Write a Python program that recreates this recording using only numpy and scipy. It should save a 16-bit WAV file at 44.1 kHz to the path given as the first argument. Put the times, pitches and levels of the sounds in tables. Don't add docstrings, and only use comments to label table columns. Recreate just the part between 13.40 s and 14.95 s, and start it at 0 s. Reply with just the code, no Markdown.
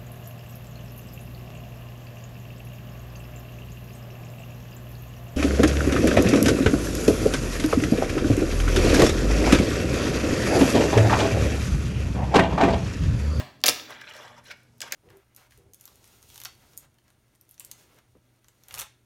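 import sys
import numpy as np
from scipy import signal
from scipy.fft import rfft, irfft
from scipy.io import wavfile

SR = 44100
rng = np.random.default_rng(int(sys.argv[2]) if len(sys.argv) > 2 else 0)


def volts(x):
    e = np.asarray(x, float) / 20
    return 10 ** e


def persist_wave(psi):
    counts = np.round(np.clip(psi, -1, 1) * 32767).astype(np.int16)
    wavfile.write(sys.argv[1], SR, np.atleast_2d(counts).T)


N = 68355
LEAD = int(.25 * SR)
M = N + LEAD


def rms_one(x):
    return x / np.sqrt(np.mean(x ** 2) + 1e-20)


def resonance(x, hz, width_hz):
    r = np.exp(-np.pi * width_hz / SR)
    angle = 2 * np.pi * min(hz, .45 * SR) / SR
    return signal.lfilter(np.array([1, 0, -1]) * (1 - r * r) / 2, [1, -2 * r * np.cos(angle), r * r], x)


def double_resonance(x, hz, width_hz):
    return resonance(resonance(x, hz, width_hz), hz, width_hz)


# f/Hz, relative level/dB per Hz
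AIR = [(18, -41), (30, -13.5), (127, -3), (486, -13), (760, -20), (1630, -26.5), (2010, -25.5),
       (4080, -28.5), (4650, -28), (12600, -33.5), (16000, -44)]
# f/Hz, width of each resonator/Hz, rms level/dB
HUM = [(53.54, 7.1, -81.5), (93.4, 5.5, -71), (120.9, 5.6, -67), (237.6, 3, -68.5)]
AIR_DB = -64


def background():
    hz, db = np.transpose(AIR)
    log_f = np.log(np.fft.rfftfreq(M, 1 / SR) + 1)
    spectrum = rfft(rng.standard_normal(M)) * volts(np.interp(log_f, np.log(hz), db))
    air = irfft(spectrum, M)
    hum = 0
    for band_hz, width_hz, band_db in HUM:
        hum = hum + volts(band_db) * rms_one(double_resonance(rng.standard_normal(M), band_hz, width_hz))
    return volts(AIR_DB) * rms_one(air) + hum


def bursts(times, levels_db, rise_s, t60, colour):
    size = 8000
    out, t = np.zeros(M + size), np.arange(size) / SR
    for k, noise in enumerate(rng.standard_normal((len(times), size))):
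        burst = noise * np.minimum(t / rise_s, 1) * volts(-60 * t / t60)
        burst[int(rise_s * SR)] = volts(13)
        burst = colour(burst, k)
        i = int(times[k] * SR) + LEAD
        out[i:i + size] += volts(levels_db[k]) * burst / np.abs(burst).max()
    return out[:M]


def cracks(s, db, hz, snap_db, t60, q):
    def colour(x, k):
        body = double_resonance(x, hz[k], hz[k] / q)
        snap = resonance(x, 12000, 12000)
        return body + volts(snap_db[k]) * snap
    return bursts(s, db, .00022, t60, colour)


def rings(x, modes):
    out = 0
    for k, (hz, db, t60) in enumerate(modes):
        width_hz = np.log(1000) / np.pi / t60
        out = out + volts(db) * (-1) ** k * resonance(x, hz, width_hz)
    return out


# time before zero t/s, crack peak level/dB, crack centre f/Hz,
# snap gain/dB, knock level/dB re KNOCK_DB
FLICK = [(0.015, -19.5, 2900, -11.5, -18), (0.033, -14.5, 2800, -14.5, -25.5),
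         (.016, -16.5, 2700, -17.5, -24.5), (0.0066, -17, 6400, -14, -21.5)]
# t/s, crack peak level/dB, crack centre f/Hz, snap gain/dB, knock level/dB re KNOCK_DB
CLACKS = [(.2379, -2.5, 4330, -15.5, -17.5), (.2387, -8, 3600, -8, -21.5), (.2408, -11.5, 2130, -18, -23.5),
          (.2487, -18, 4100, -12, -23.5), (.2593, -7, 5500, -8, -26), (.2638, 0.5, 6140, -4.5, -30),
          (.2646, -9, 11600, -19, -48), (.2664, -11.5, 4800, -15, -50), (.272, -7.5, 5500, -7, -49),
          (.276, -16.5, 6730, -12, -23.5), (.2817, -0.5, 3970, -5, -27), (.2832, -8.5, 2600, -40, -13),
          (.2883, -1.5, 5300, -28, -33.5), (.2915, -22, 3500, 5, -23), (.2946, -3.5, 6760, -2, -21),
          (.2985, -25, 5500, -5, -23.5), (.397, -26, 3600, -17, -36), (.6138, -38.5, 5500, -14, -55),
          (.6162, -32.5, 1653, -28.5, -71), (1.4043, -27, 4100, -18, -62.5),
          (1.4056, -23.5, 7930, -11.5, -59), (1.4062, -34, 2300, -27, -41),
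          (1.4163, -19.5, 6000, -22, -48.5), (1.4172, -21.5, 6950, -9, -47), (1.4192, -25, 2400, -21, -46),
          (1.4225, -30.5, 1860, -20.5, -62), (1.5221, -11, 6850, 1, -37), (1.5242, -20, 1890, -18, -58),
          (1.5248, -21, 3600, -10, -44), (1.5295, -35.5, 4050, -10, -39)]
# f/Hz, level/dB re RING_DB, t60/s
DECK = [(1625, 3.5, 0.013), (2400, 1, 0.06), (2636, -8, 0.023), (3600, 4, 0.0067), (4690, -7, 0.011),
        (5320, 4, 0.06), (6450, -12.5, 0.018), (7075, 2, 0.039), (10150, -12, 0.036), (11000, -11.5, .01),
        (11600, -12, 0.0089), (13700, -11.5, 0.0077)]
# f/Hz, relative level/dB, t60/s
COUNTER = [(126.7, -10.5, 0.2), (169.7, -9.5, 0.056), (247.2, -2, 0.087), (282.4, -3, 0.023),
           (421, -3.5, 0.07), (484.7, -3, 0.057), (619, 1.5, 0.078), (708.4, -3, 0.046), (800, -7, 0.017),
           (988, -7, 0.037), (1273, -7.5, 0.01)]
RING_DB, KNOCK_DB = 2, 13


def clacks():
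    flick = [[-early_s, *rest] for early_s, *rest in FLICK]
    s, db, hz, snap_db, knock_db = np.transpose(list(CLACKS) + flick)
    crack = cracks(s, db, hz, snap_db, t60=0.011, q=1.214)
    knock = bursts(s, knock_db, .0008, 0.023, lambda x, k: resonance(x, 330, 1300))
    return crack + volts(RING_DB) * rings(crack, DECK) + volts(KNOCK_DB) * rings(knock, COUNTER)


# f/Hz, relative level/dB, t60 of the tail/s
ROOM = [(129.2, -12.5, 0.72), (272, -10, 0.98), (530, -13, .5), (1030, -8, 0.51), (2003, -7.5, 0.49),
        (3500, -12, .55), (6000, -13.5, .5), (10000, -12, 0.3), (15000, -17, 0.56)]
BUILD_UP_S = 0.006
EARLY_DB, EARLY_T60_S = 5, 0.089


def room(x):
    size = int(.7 * SR)
    t = np.arange(size) / SR
    log_f = np.log(np.fft.rfftfreq(size, 1 / SR) + 1)
    white = rfft(rng.standard_normal(size))
    centres = np.log([row[0] for row in ROOM])
    reply = 0
    for k, (_, db, t60) in enumerate(ROOM):
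        share = np.interp(log_f, centres, np.arange(len(ROOM)) == k)
        band = irfft(white * share, size)
        decay = volts(-60 * t / t60) + volts(EARLY_DB - 60 * t / EARLY_T60_S)
        reply = reply + band * volts(db) * decay
    reply = reply * np.clip(t / BUILD_UP_S - .5, 0, 1) / np.sqrt(.03 * SR)
    return signal.fftconvolve(x, reply)[:M]


# t/s (the push starts 4 ms sooner), push peak level/dB
THUMPS = [(.001, -28), (0.243, -38), (.288, -32.5)]


def thumps():
    s, db = np.transpose(THUMPS)
    push = bursts(s - .004, db, 0.003, 0.083, lambda x, k: double_resonance(x, 110, 190))
    return push + volts(6.5) * rings(push, COUNTER)


# t/s, peak level/dB, centre f/Hz
TICKS = [(0.204, -47.5, 4170), (0.2144, -45, 4650), (.642, -59, 6500), (.699, -45.5, 10000),
         (0.703, -48, 6000), (0.7227, -41.5, 3600), (.7365, -41, 3500), (.7475, -48, 5500),
         (0.7555, -45, 6000), (.758, -64, 11500), (.7615, -46, 9100), (.7655, -38, 4250),
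         (0.777, -42, 5460), (0.879, -43.5, 3930), (.9425, -61, 5500), (.979, -51, 5400),
         (1.0434, -49.5, 6000), (1.0535, -48, 10320), (1.074, -47, 11300), (1.111, -45, 1900),
         (1.113, -33.5, 3360), (1.117, -38, 3000), (1.122, -40, 3600), (1.17, -54.5, 12000),
         (0.506, -35.5, 13000), (.527, -57, 11840), (1.232, -51, 10000), (1.204, -55, 6060),
         (1.373, -60, 10600), (1.381, -48.5, 10300)]


def ticks():
    s, db, hz = np.transpose(TICKS)
    return cracks(s, db, hz, np.full(len(s), -12.5), t60=0.019, q=0.64)


BUMPS_PER_S, BUMP_SPREAD_DB = 3300, 3
WOBBLE_DB, WOBBLE_HZ = 3.5, 37


def bumps(resonances):
    out = 0
    r = np.exp(-2 * np.pi * WOBBLE_HZ / SR)
    for hz, width_hz, db in resonances:
        hit = rng.random(M) < BUMPS_PER_S / SR
        sign = rng.choice([-1, 1], M)
        grain = hit * sign * volts(BUMP_SPREAD_DB * np.minimum(rng.exponential(1, M), 3))
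        wobble = rms_one(signal.lfilter([1], [1, -2 * r, r * r], rng.standard_normal(M)))
        ringing = resonance(resonance(grain, hz, 2 * width_hz), hz, width_hz)
        out = out + volts(db + WOBBLE_DB * wobble) * rms_one(ringing)
    return rms_one(out)


# t/s, level/dB
RATTLE = [(.259, -57.5), (.262, -30), (.268, -23), (.28, -26), (0.299, -27.5), (.31, -42), (.33, -72.5)]
# f/Hz, width of the narrower of two resonators/Hz, relative level/dB
RATTLE_RING = [(2600, 900, 2), (4700, 2000, -5), (7200, 3800, -5), (11500, 4000, -4), (14800, 4000, -8)]


def rattle():
    s, db = np.transpose(RATTLE)
    t = (np.arange(M) - LEAD) / SR
    return volts(np.interp(t, s, db, -120, -120)) * bumps(RATTLE_RING)


# t/s, body level/dB, grit level/dB re body, weight on the counter level/dB re body
ROLL = [
    [(0.43, -53, -14, -4), (0.47, -59, -21, -4), (0.504, -45, -6.5, 2), (0.592, -52.5, -18, -7.5),
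     (0.618, -44, -24, -16), (0.626, -56, -8, -5.5), (0.646, -51, -17, -6), (0.662, -57, -5, -3),
     (0.678, -44.5, -16.5, -12), (0.702, -51.5, -2, 0), (0.712, -45.5, -19, -10), (0.732, -53, -14, -1),
     (0.74, -43.5, -14, -9), (0.772, -53, -6, 1), (0.838, -49, -6.5, 2), (0.958, -63, -7, 2.5),
     (0.986, -57.5, -1, 6), (1.026, -68, -23.5, 0), (1.042, -63.5, 3, -11), (1.058, -55.5, -4.5, -10),
     (1.094, -52.5, -6, -8.5), (1.114, -40, -11.5, -11), (1.134, -59.5, -22, 3.5), (1.2, -75, 3, -12),
     (1.3, -84.5, -2, 11), (1.39, -83, 10.5, -1.5)],
    [(1.43, -42, -6, -21), (1.436, -53.5, -8.5, 7), (1.484, -46, -7, -5.5), (1.5, -64, -1, 5),
     (1.512, -44.5, -11.5, -5)],
]
# f/Hz, width of the narrower of two resonators/Hz, relative level/dB
ROLL_BODY = [(1372, 216, -8), (1544, 200, -3.5), (1745, 236, -3), (1960, 180, -4.5), (2328, 296, -3.5),
             (2903, 340, -5.5), (3378, 270, -4.5), (3990, 360, -7.5)]
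ROLL_GRIT = [(5500, 1100, 2), (7400, 980, -9), (10670, 1200, -9.5), (13000, 1300, -13.5)]
ROLL_WEIGHT = [(471, 210, -3.5), (601.6, 64, -2.5), (728, 180, -6), (896, 157, -1), (1148, 290, -1)]
ROLL_IN_S = 0.014


def rolling():
    t, out = (np.arange(M) - LEAD) / SR, 0
    body, grit, weight = bumps(ROLL_BODY), bumps(ROLL_GRIT), bumps(ROLL_WEIGHT)
    for rows, stop_s in zip(ROLL, (1.4, 1.6)):
        s, db, grit_db, weight_db = np.transpose(rows)
        moving = np.clip((t - s[0]) / ROLL_IN_S + 1, 0, 1) * (t < stop_s)
        level, grit_gain, weight_gain = [volts(np.interp(t, s, c)) for c in (db, grit_db, weight_db)]
        out = out + moving * level * (body + grit_gain * grit + weight_gain * weight)
    return out


def scene():
    hits = clacks() + thumps() + ticks() + rattle()
    roll = rolling()
    reply = room(hits + volts(-2) * roll)
    mix = hits + roll + reply + background()
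    return mix[None, LEAD:]


def top_cut(x):
    return signal.sosfilt(signal.butter(12, 16870, fs=SR, output="sos"), x)


def record(dry):
    low_pass = signal.cheby2(16, 55, 16800, fs=SR, output="sos")
    mix = signal.sosfilt(low_pass, dry)
    return top_cut(mix)


dry = scene()
out = record(dry)
persist_wave(out)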